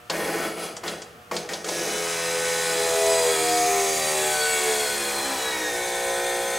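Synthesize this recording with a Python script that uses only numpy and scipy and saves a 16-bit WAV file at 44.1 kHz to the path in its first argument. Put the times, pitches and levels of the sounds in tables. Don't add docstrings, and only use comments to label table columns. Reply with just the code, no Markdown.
import sys
import numpy as np
from scipy import signal
from scipy.fft import rfft, irfft, next_fast_len
from scipy.io import wavfile
from scipy.ndimage import uniform_filter1d

SR = 44100
rng = np.random.default_rng(int(sys.argv[2]) if len(sys.argv) > 2 else 0)


def to_linear_factor(level_db):
    exponent = np.asarray(level_db, float) / 20
    return 10 ** exponent


def inscribe(sig):
    pcm = np.round(np.clip(np.atleast_2d(sig).T, -1, 1) * 32767)
    wavfile.write(sys.argv[1], SR, pcm.astype(np.int16))


N = 290178

# (time [s], stage)
PRESSURE = [
    (1.7, 0.63),
    (3.2, 0.091),
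    (3.6, 0.79),
    (4.3, 1.12),
    (5.55, 1.34),
    (5.8, 1.86),
    (6.58, 2.3),
]
# (time [s], level [dB])
FLOW = [(.45, -7.5), (.62, -2.5), (1.55, 0), (1.72, 2), (2.2, 1.5), (2.55, 3.5), (3.15, 4), (3.9, 2.5),
        (4.7, 5), (5.0, 3), (5.85, -0.5)]
# (frequency [Hz], width [Hz], level [dB])
TANK = [(158.3, 4.9, -12.5), (202, 18, -7.5), (322, 54, -8.5), (356.6, 16, 2), (435, 30.4, -2),
        (488.2, 12.2, 4.5), (511, 88, -6.5), (603.4, 39, -3), (663.8, 18, -1.5), (747, 38, 0),
        (764.4, 56, -1.5), (808, 45, -3.5), (987, 200, -11.5), (1326, 45, -5), (1496, 34, -5),
        (1684, 10, -4.5), (1840, 63, -7.5), (2230, 61, -6), (2426, 65, -11.5), (2870, 280, -13)]


def rms_one(x):
    return x / np.sqrt(np.mean(x ** 2) + 1e-20)


def in_time(rows):
    s, *columns = np.transpose(rows)
    return [np.interp(np.arange(N) / SR, s, c) for c in columns]


def fine(coarse):
    return np.interp(np.arange(N) / 64, np.arange(len(coarse)), coarse)


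def ramp(start_s, takes_s):
    return np.clip((np.arange(N) / SR - start_s) / takes_s, 0, 1)


def colour(x, points):
    size = next_fast_len(len(x))
    hz, db = np.transpose(points)
    grid_hz = np.maximum(np.fft.rfftfreq(size, 1 / SR), 1)
    gain = to_linear_factor(np.interp(np.log(grid_hz), np.log(hz), db))
    return irfft(rfft(x, size) * gain, size)[:len(x)]


def drift(rate_hz, count=1):
    r = np.exp(-128 * np.pi * rate_hz / SR)
    noise = rng.standard_normal((count, N // 64 + 1001))
    slow = signal.lfilter([1], [1, -2 * r, r * r], noise)[:, 1000:]
    return slow / slow.std(axis=1, keepdims=True)


def grit(per_s, spread_db):
    knock = np.cumsum(rng.random(N) < per_s / SR)
    strength = to_linear_factor(spread_db * rng.standard_normal(N))
    return rng.standard_normal(N) * strength[knock]


def resonate(x, modes, patchy_db=0.0):
    out = np.zeros(len(x))
    for k, ((hz, width_hz, db), swell) in enumerate(zip(modes, drift(0.91, count=len(modes)))):
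        r = np.exp(-np.pi * width_hz / SR)
        b = (1 - r * r) / 2 * to_linear_factor(db) * (-1) ** k
        ring = signal.lfilter([b, 0, -b], [1, -2 * r * np.cos(2 * np.pi * hz / SR), r * r], x)
        out += fine(to_linear_factor(patchy_db * swell)) * ring
    return out


def tank_db(hz, between_db=-20):
    power = sum(to_linear_factor(2 * db) / (1 + (2 * (hz - mode_hz) / width_hz) ** 2) for mode_hz, width_hz, db in TANK)
    return 10 * np.log10(power + to_linear_factor(2 * between_db))


def powered_db(level_db, spin_up_db, coast_db_per_s, lag=1):
    # (closes [s], opens [s], strength [dB], spin-up [s])
    contacts = [
        (0.097, 0.46, -1.5, 0.016),
        (0.56, 0.65, -6.5, 0.017),
        (0.834, 0.87, -2.5, 0.029),
        (1.3138, 1.31, 1, 0.023),
        (1.49, 1.507, -3, 0.019),
        (1.643, 8.6, -5, 0.021),
    ]
    t, power = np.arange(N) / SR, 1e-12
    for closes_s, opens_s, db, spin_s in contacts:
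        spin_up = spin_up_db * np.exp(-np.maximum(t - closes_s, 0) / spin_s / lag)
        coast = coast_db_per_s * np.maximum(t - opens_s - spin_s * (lag - 1), 0)
        power = power + (t >= closes_s) * to_linear_factor(2 * (db - spin_up - coast))
    return level_db + 10 * np.log10(power)


def surge_db(k, t):
    # (centre [s], half length [s], multiple, level [dB])
    surges = [(3.85, 0.2, 5, 13), (2.27, 0.11, 22, 7), (2.25, 0.51, 5, 5), (2.4, 0.66, 18, 6.5),
              (3.06, 0.23, 12, 11), (3.01, .28, 8, 9), (3.023, 0.25, 2, -6), (2.97, 0.48, 6, 3.5),
              (3.06, 0.13, 5, 5.5), (4.03, 0.17, 7, 9.5), (3.518, 0.3, 16, 16.5), (3.93, 0.74, 12, 15),
              (3.693, 0.4, 9, 16.5), (4, 0.19, 6, -5), (4.15, 0.14, 8, 4.5), (4.2, 0.17, 11, 12.5),
              (4.4, 0.11, 20, 6.5), (4.61, 0.12, 5, 9.5), (5.45, 0.077, 7, 12), (5.42, .1, 8, -4),
              (5.25, 0.44, 6, -12), (5.31, 0.11, 4, 17.5), (5.393, 0.15, 12, 10.5), (5.57, 0.13, 30, 8.5),
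              (5.05, 0.049, 5, 5), (2.74, .04, 5, -10), (2.91, .04, 5, -8), (3.06, .1, 5, 3),
              (2.3, .3, 6, -3), (2.2, .25, 5, -2), (3.7, .25, 9, 3), (3.2, .05, 8, -4), (3.0, .15, 8, 2),
              (3.55, .15, 16, -3), (3.55, .2, 12, 3), (6.2, .4, 8, -2), (5.3, .1, 12, 5),
              (3.75, .28, 11, 6), (3.62, .1, 8, -6), (3.8, .38, 7, 3.5), (2.4, .3, 7, -5), (3.8, .4, 9, 3),
              (4.18, .14, 12, 6), (4.78, .14, 9, 4), (3.35, .08, 5, 5), (5.33, .1, 5, -5), (5.6, .08, 5, 6),
              (4.85, .07, 5, -8), (2.38, .15, 6, 3.5), (5.4, .4, 6, 3),
              (1.85, 0.6, 19, 10), (1.95, 0.18, 35, 13), (2.25, 0.12, 31, 14), (2.3, 0.18, 28, 11),
               (2.3, 0.27, 20, -8), (2.35, 0.27, 5, -4), (2.35, 0.27, 27, 11), (2.6, 0.18, 9, -12),
               (2.65, 0.18, 7, -11), (2.65, 0.27, 23, 9), (2.65, 0.4, 21, 7), (2.7, 0.6, 4, -7),
               (2.85, 0.4, 10, 6), (3.05, 0.18, 19, -10), (3.15, 0.4, 8, 3), (3.2, 0.4, 20, 7),
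               (3.5, 0.18, 4, 13), (3.5, 0.18, 10, -13), (3.55, 0.12, 27, -14), (3.55, 0.18, 7, -10),
               (3.6, 0.6, 37, -10), (3.75, 0.6, 21, -7), (3.8, 0.12, 13, 12), (3.85, 0.18, 20, -14),
               (3.9, 0.27, 90, 7), (4.2, 0.12, 5, 8), (4.2, 0.12, 29, -14), (4.2, 0.4, 12, -8),
               (4.45, 0.6, 16, 9), (4.55, 0.12, 37, 13), (4.65, 0.27, 25, -7), (4.65, 0.6, 22, 11),
               (4.75, 0.27, 5, -5), (4.75, 0.27, 8, -7), (4.75, 0.6, 15, -5), (5.1, 0.4, 31, -10),
               (5.15, 0.12, 12, 11), (5.15, 0.18, 30, -14), (5.15, 0.4, 32, -13), (5.15, 0.6, 17, -7),
               (5.15, 0.6, 29, 6), (5.25, 0.27, 10, -9), (5.3, 0.6, 105, -6), (5.35, 0.27, 21, -12),
               (5.4, 0.6, 26, 9), (5.55, 0.6, 18, 13), (5.85, 0.6, 16, 8), (6.4, 0.4, 22, 11),
              (2.64, .12, 90, 7), (3.17, .14, 95, 11), (3.9, .12, 95, 5), (5.68, .08, 95, 8),
               (4.5, .14, 105, 7), (3.6, .3, 115, 6), (3.6, .22, 120, 8), (2.6, .12, 120, 8),
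               (4.24, .1, 110, 5), (5.55, .15, 110, 6), (5.2, .1, 120, 6), (2.65, .2, 30, -7),
               (3.3, .25, 30, 5), (3.3, .08, 17, 10), (3.55, .15, 15, 5), (3.7, .15, 25, 5),
               (3.7, .15, 22, 5), (3.8, .25, 37, -6), (2.9, .14, 10, 4), (2.88, .14, 11, 4),
               (3.05, .14, 9, 3), (5.2, .14, 7, 4), (5.22, .14, 9, 4), (3.08, .08, 8, 3),
               (3.28, .1, 30, -5), (5.7, .12, 105, 3), (2.1, .18, 10, -4), (2.1, .18, 12, -5),
               (3.75, .2, 80, 8), (3.8, .3, 9, 2), (3.8, .25, 6, 2), (3.8, .3, 12, 3), (2.7, .6, 4, -4),
               (4.5, .2, 7, -4), (6.2, .5, 105, 2), (6.2, .5, 155, 4), (3.1, .2, 8, 2), (3.1, .2, 12, 2)]
    return sum(db * np.exp(-((t - s) / half_s) ** 4)
               for s, half_s, multiple, db in surges if round(multiple) == round(k))


def seated():
    return ramp(1.944, 0.067)


def throb(angle):
    return 1 + 0.5 * np.sin(5 * angle) + 0.056 * np.sin(angle)


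def room_air():
    # (frequency [Hz], density [dB per Hz])
    shop = [(15, -40), (30, -44), (60, -7.5), (110, -11), (228, -11), (472, -24), (700, -22), (1000, -19),
            (1350, -14), (2000, -22), (2700, -20.5), (4000, -28), (9000, -31.5), (15700, -34)]
    port_difference = [(100, -13), (1000, 3.5), (6000, -7), (7500, -20)]
    air = to_linear_factor(-50.5) * rms_one(colour(rng.standard_normal(N), shop))
    apart = to_linear_factor(-53.5) * rms_one(colour(colour(rng.standard_normal(N), shop), port_difference))
    return air + apart * [[1], [-1]]


def ballast_buzz():
    # (frequency [Hz], level [dB])
    ballast = [(120, -65.5), (360, -69), (480, -62), (600, -67), (720, -62), (840, -68), (1080, -72),
               (1200, -66), (1320, -66), (1800, -71)]
    t, flicker = np.arange(N) / SR, drift(11.0, count=len(ballast))
    return sum(fine(to_linear_factor(db + 5.0 + 3 * f)) * np.sin(2 * np.pi * hz * t) for (hz, db), f in zip(ballast, flicker))


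def jolts(attack_s=0.0016, crack_t60_s=0.088, thump_t60_s=0.061, ring_q=30):
    # (time [s], peak [dB], centre [Hz], low thump [dB])
    kicks = [(0.098, -18.5, 4100, -28), (0.7658, -28, 6200, -42), (0.836, -32, 1720, -34),
             (0.8774, -22.5, 3800, -37), (1.0176, -30, 5940, -46), (1.3128, -30, 1990, -24),
             (1.3638, -21, 4460, -33), (1.489, -26, 2230, -42), (1.5336, -22.5, 4200, -35),
             (1.643, -25.5, 1560, -45), (1.6857, -21.5, 4650, -32)]
    n = 4000
    out, thumps, t = np.zeros(N), np.zeros(N), np.arange(n) / SR
    skirt_band = signal.butter(4, [1500, 8000], "band", fs=SR, output="sos")
    for s, peak_db, hz, low_db in kicks:
        at = round(s * SR)
        crack_noise, thump_noise = rng.standard_normal((2, n))
        core_band = signal.butter(2, [0.73 * hz, 1.21 * hz], "band", fs=SR, output="sos")
        core = signal.sosfilt(core_band, crack_noise)
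        skirt = signal.sosfilt(skirt_band, crack_noise)
        rings = sum(signal.lfilter(*signal.iirpeak(ring_hz, ring_q, fs=SR), thump_noise)
                    for ring_hz in (3320, 4640, 6960))
        crack = rms_one(rms_one(core) + 1.2 * rms_one(skirt) + 0.68 * rms_one(rings))
        fade = np.minimum(t / attack_s, 1) * to_linear_factor(peak_db - 3.5 - 60 * t / crack_t60_s)
        out[at:at + n] += fade * crack
        thumps[at:at + n] += to_linear_factor(low_db + 21.5 - 60 * t / thump_t60_s) * thump_noise
    return out + resonate(thumps, [(hz, 1.3 * width_hz, db / 3) for hz, width_hz, db in TANK[5:13]])


def squeal(wobble_hz=130.0):
    # (time [s], frequency [Hz], level [dB])
    spin_squeal = [
        (0.12, 9150, -72),
        (0.17, 9200, -44),
        (0.21, 9850, -40),
        (0.3, 9900, -42),
        (0.5, 9950, -47),
        (0.64, 10150, -41),
        (0.76, 10200, -62),
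    ]
    hz, db = in_time(spin_squeal)
    wobble, flutter = drift(66, count=2)
    sounding = hz < spin_squeal[-1][1]
    phase = 2 * np.pi * np.cumsum(hz + wobble_hz * fine(wobble)) / SR
    return sounding * to_linear_factor(db - 2.0 + 3.5 * fine(flutter)) * np.sin(phase)


def chassis_shake():
    shake = colour(rng.standard_normal(N), [(15, -15), (40, -2), (70, -1), (90, -7), (150, -22)])
    return to_linear_factor(-73.5 + 21.5 * ramp(2.1, 0.8)) * rms_one(shake)


def roller_rattle():
    # (time [s], level [dB])
    slips = [
        (1.9, 0.6),
        (2.7, 6.9),
        (3.151, 4.2),
        (4.7, 2.5),
        (5.65, 1.5),
    ]
    t = np.arange(N) / SR
    rattle = rms_one(resonate(grit(160, spread_db=1.8), TANK[:12], patchy_db=0.7))
    rattle /= np.sqrt(np.sqrt(uniform_filter1d(rattle ** 2, 2500)))
    slips_db = sum(db * np.exp(-((t - s) / 0.29) ** 2) for s, db in slips)
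    db = powered_db(-28.5, spin_up_db=6.7, coast_db_per_s=92) - 12.5 * seated() + slips_db
    return to_linear_factor(db) * rattle


def fuel_churn(angle):
    knocks = grit(300, spread_db=0.0) * throb(angle)
    direct = colour(knocks, [(500, -7), (1000, -4.0), (2000, -0.5), (3600, -11.0)])
    churn = rms_one(resonate(knocks, TANK[12:], patchy_db=2.5) + to_linear_factor(-17.0) * direct)
    held = np.clip((in_time(PRESSURE)[0] - 1.3) / 0.36, 0, 1)
    db = powered_db(-31, spin_up_db=5.4, coast_db_per_s=140.5) - seated() - 2.5 * held
    return to_linear_factor(db) * churn


def casing_spray(angle):
    # (frequency [Hz], width [Hz], level [dB])
    casing = [(3360, 90, -0.5), (3800, 37, 4.5), (4040, 85, -1), (4770, 11, -18), (4900, 15, -35),
              (5525, 92, -1), (6190, 230, -1), (6970, 450, 4.5), (8350, 23, -15), (8940, 120, 2.5),
              (9450, 56, -21)]
    spray = grit(500, spread_db=0.5) * throb(angle)
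    spray = spray + to_linear_factor(3.5) * resonate(spray, casing, patchy_db=0.8)
    dense = rng.standard_normal((2, 1500)) * to_linear_factor(-60 * np.arange(1500) / SR / 0.04)
    dense *= 0.62 / np.linalg.norm(dense)
    empty, full = signal.fftconvolve([spray], dense, axes=1)[:, :N]
    wet, stage = wetness(), in_time(PRESSURE)[0]
    fill_rad = 5 * wet + 4 * stage + 1.5 * np.arange(N) / SR
    return spray + np.cos(fill_rad) * empty + np.sin(fill_rad) * full


def wetness():
    # (time [s], share [0-1])
    fuel = [
        (0, 0.6),
        (1.0, 0),
        (1.7, 0.53),
        (2.7, 0.74),
        (3.5, 0.84),
        (4.3, 1),
        (6.58, 1),
    ]
    return np.clip(in_time(fuel)[0], 0, 1)


def fuel_hiss(angle):
    # (frequency [Hz], density [dB per Hz])
    wet_hiss = [(1470, -17), (2500, 2), (2890, -4.5), (3370, 0), (4840, -1.5), (5690, 2), (6240, -5),
                (8050, 4.5), (15700, -13.5)]
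    # (frequency [Hz], density [dB per Hz])
    dry_hiss = [(1470, -27), (2500, 0), (4350, 1.5), (4730, 8), (5690, 5.5), (7110, -2), (7450, 0.5),
                (9750, 0), (12300, -19), (15700, -31)]
    # (frequency [Hz], width [Hz], level [dB])
    dry_modes = [(4650, 42, -24), (7700, 22, 10), (10100, 80, 1)]
    # (frequency [Hz], density [dB per Hz])
    froth_hiss = [(4500, -14), (6000, -12), (6500, 0.5), (8500, 1.5), (10000, -5), (12000, -13)]
    spray, wet, flow_db = casing_spray(angle), wetness(), in_time(FLOW)[0]
    dry_spray = spray + to_linear_factor(5) * resonate(spray, dry_modes)
    hiss = wet * rms_one(colour(spray, wet_hiss)) + (1 - wet) * rms_one(colour(dry_spray, dry_hiss))
    body = colour(hiss, [(10000, 0), (11500, -30)])
    fizz = hiss - body
    body_db = powered_db(-28, spin_up_db=22, coast_db_per_s=131) + flow_db
    fizz_db = powered_db(-27.5, spin_up_db=18, coast_db_per_s=150, lag=1.1) + flow_db
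    fizz_db = fizz_db + 6 * (1 - ramp(0.77, 0.5))
    froth_swell = np.exp(-((np.arange(N) / SR - 3.71) / 0.56) ** 2)
    froth = froth_swell * rms_one(colour(spray, froth_hiss))
    return to_linear_factor(body_db) * body + to_linear_factor(fizz_db) * fizz + to_linear_factor(-35) * froth


def imbalance_hum(angle, turns):
    mode_hz, width_hz = 170.4, 17.6
    carried = 1 / (1 + ((2 * turns - mode_hz) / width_hz) ** 2)
    db = powered_db(-39.5, spin_up_db=8.7, coast_db_per_s=74) + surge_db(2, np.arange(N) / SR)
    return carried * to_linear_factor(db) * np.sin(2 * angle)


def armature_whine(angle):
    # (time [s], level [dB])
    whine = [(2.0, -56), (2.18, -42), (3.05, -45), (3.11, -34), (3.35, -38.5), (3.59, -38), (3.79, -48),
             (3.95, -35), (4.27, -46), (4.4, -32), (4.64, -47), (4.86, -34), (4.97, -43), (5.22, -36),
             (5.36, -41), (5.45, -35), (5.85, -43), (6.58, -43)]
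    return to_linear_factor(in_time(whine)[0] + 2 + 2.3 * fine(drift(20)[0])) * np.sin(60 * angle)


def shaft_tones(angle, turns, wander_db=1.2, roller_wander_db=2.8):
    stage_turns = [82.6, 75.5, 60.15]
    stage_tone_db = [-30.5, -34, -30.5]
    # (multiple, level [dB])
    priming = [(1, -26.5), (2, -20), (3, -44), (4, -12), (5, -4), (6, -0.5), (7, -6), (8, -13), (9, -11.5),
               (10, -18), (11, -12), (12, -22.5), (13, -16), (14, -19.5), (15, -20.5), (16, -16.5),
               (17, -41), (18, -18.5), (19, -14), (20, -22), (21, -23), (22, -9.5), (23, -21), (24, -11.5),
               (25, -22), (26, -21.5), (27, -26), (28, -24), (29, -20), (30, -14.5)]
    # (multiple, level [dB])
    filling = [(1, -39), (2, -23), (3, -19), (4, -20.5), (5, -7), (6, 0), (7, -13.5), (8, -4), (9, -17.5),
               (10, 0.5), (11, -15), (12, -30.5), (13, -16.5), (14, -15), (15, -7.5), (16, -25.5),
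               (17, -17), (18, -19), (19, -27), (20, -3), (21, -15.5), (22, -26.5), (23, -14), (24, -8.5),
               (25, -8.5), (26, -17), (27, -18), (28, -18), (29, -12.5), (30, -10)]
    # (multiple, level [dB])
    loaded = [(1, -34), (2, -24), (3, -21), (4, -26), (5, -21), (6, -2), (7, -10.5), (8, 0), (9, -1.5),
              (10, -18), (11, -3.5), (12, -7), (13, -4.5), (14, -11), (15, -15.5), (16, -28), (17, -8.5),
              (18, -34), (19, -43), (20, -36), (21, -21.5), (22, -26), (23, -30), (24, -38), (25, -9.5),
              (26, -58), (27, -15), (28, -20), (29, -18), (30, -4.5)]
    # (multiple, priming [dB], filling [dB], loaded [dB])
    rollers = [(31, -26, -15, -10), (32, -22, -12, -16), (35, -27, -16, -11), (37, -26, -20, -9),
               (38, -34, -22, -15), (40, -25, -22, -16), (45, -24, -15, -28), (50, -16, -17, -26),
               (55, -25, -22, -29), (65, -21, -21, -28), (70, -25, -20, -19), (75, -19, -19, -20),
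               (80, -25, -16, -29), (85, -21, -14, -27), (90, -18, -15, -21), (95, -18, -19, -35),
               (100, -28, -16, -15), (105, -25, -13, -11), (110, -23, -19, -37), (115, -22, -19, -21),
               (120, -26, -20, -21), (135, -32, -26, -18), (140, -33, -24, -20), (155, -41, -30, -17)]
    shaft = [(k, a, b, c) for (k, a), (_, b), (_, c) in zip(priming, filling, loaded) if k != 2]
    table = shaft + rollers
    stage = in_time(PRESSURE)[0]
    t, out = np.arange(N)[::64] / SR, np.zeros(N)
    high = sum(k > 40 for k, *_ in table)
    swells = [*drift(5.3, count=len(table) - high), *drift(25, count=high)]
    starts_rad = rng.uniform(0, 0.4, len(table))
    for (k, *levels_db), swell, start_rad in zip(table, swells, starts_rad):
        force_db = np.array(levels_db) - tank_db(k * np.array(stage_turns))
        db = np.interp(stage[::64], np.arange(3), force_db) + tank_db(k * turns[::64]) + surge_db(k, t)
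        db += (roller_wander_db if k > 40 else wander_db) * swell
        lag_rad = 1.25 * round(k) ** 2
        out += fine(to_linear_factor(db)) * np.sin(round(k) * (angle + start_rad) - lag_rad)
    return to_linear_factor(in_time(FLOW)[0] + np.interp(stage, np.arange(3), stage_tone_db)) * out


def workshop(x, t60_s=0.62, wet_db=-6):
    # (frequency [Hz], side minus mid [dB])
    width = [(60, -25), (200, -19), (380, -22), (700, -13.5), (1290, -6), (2380, -14), (3400, -21),
             (4700, -22), (6500, -25), (8600, -24), (9400, -13.5), (10600, -16), (11800, -24), (15000, -25)]
    # (frequency [Hz], level [dB])
    lean = [(300, -76), (600, -26), (1300, -16.5), (2500, -28), (4000, -45)]
    # (frequency [Hz], level [dB])
    treble = [(2500, 0), (5000, -6), (12000, -10)]
    t = np.arange(int(0.5 * SR)) / SR
    tails = rng.standard_normal((2, len(t))) * to_linear_factor(-60 * t / t60_s) * (t > 0.004)
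    tails /= np.sqrt(np.sum(tails ** 2, axis=1, keepdims=True))
    mid = x + to_linear_factor(wet_db) * colour(signal.fftconvolve(x, tails[0])[:N], treble)
    wander_db = 2.2 * fine(drift(12)[0])
    side = to_linear_factor(-4.0 + wander_db) * colour(signal.fftconvolve(x, tails[1])[:N], width) + colour(x, lean)
    return np.array([mid + side, mid - side])


def scene():
    # (time [s], speed [turns per s])
    speed = [(1.8, 84.2), (1.92, 85.4), (2.02, 85.4), (2.17, 83.8), (2.55, 83.5), (2.7, 82.9), (3.14, 82.3),
             (3.36, 80.0), (3.7, 79.6), (4.02, 77.7), (4.42, 75.1), (4.53, 74.7), (4.8, 72.15), (5.3, 67.6),
             (5.36, 66.0), (5.66, 62.3), (5.76, 60.35), (5.95, 60.15)]
    turns = in_time(speed)[0]
    angle = 2 * np.pi * np.cumsum(turns * (1 + 0.00122 * fine(drift(16.4)[0]))) / SR
    emerging = ramp(1.59, 0.47)
    tones = emerging * (shaft_tones(angle, turns) + armature_whine(angle)) + imbalance_hum(angle, turns)
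    noises = chassis_shake() + roller_rattle() + fuel_churn(angle) + fuel_hiss(angle)
    pump = workshop(tones + noises + jolts())
    return room_air() + ballast_buzz() + squeal() + pump


def top_cut(x):
    return signal.sosfilt(signal.butter(12, 15860, fs=SR, output="sos"), x)


def record(dry):
    dry = signal.sosfilt(signal.ellip(10, 0.5, 60, 15850, fs=SR, output="sos"), dry)
    dry = signal.sosfilt(signal.butter(1, 45, "high", fs=SR, output="sos"), dry)
    return top_cut(dry)


dry = scene()
out = record(dry)
inscribe(out)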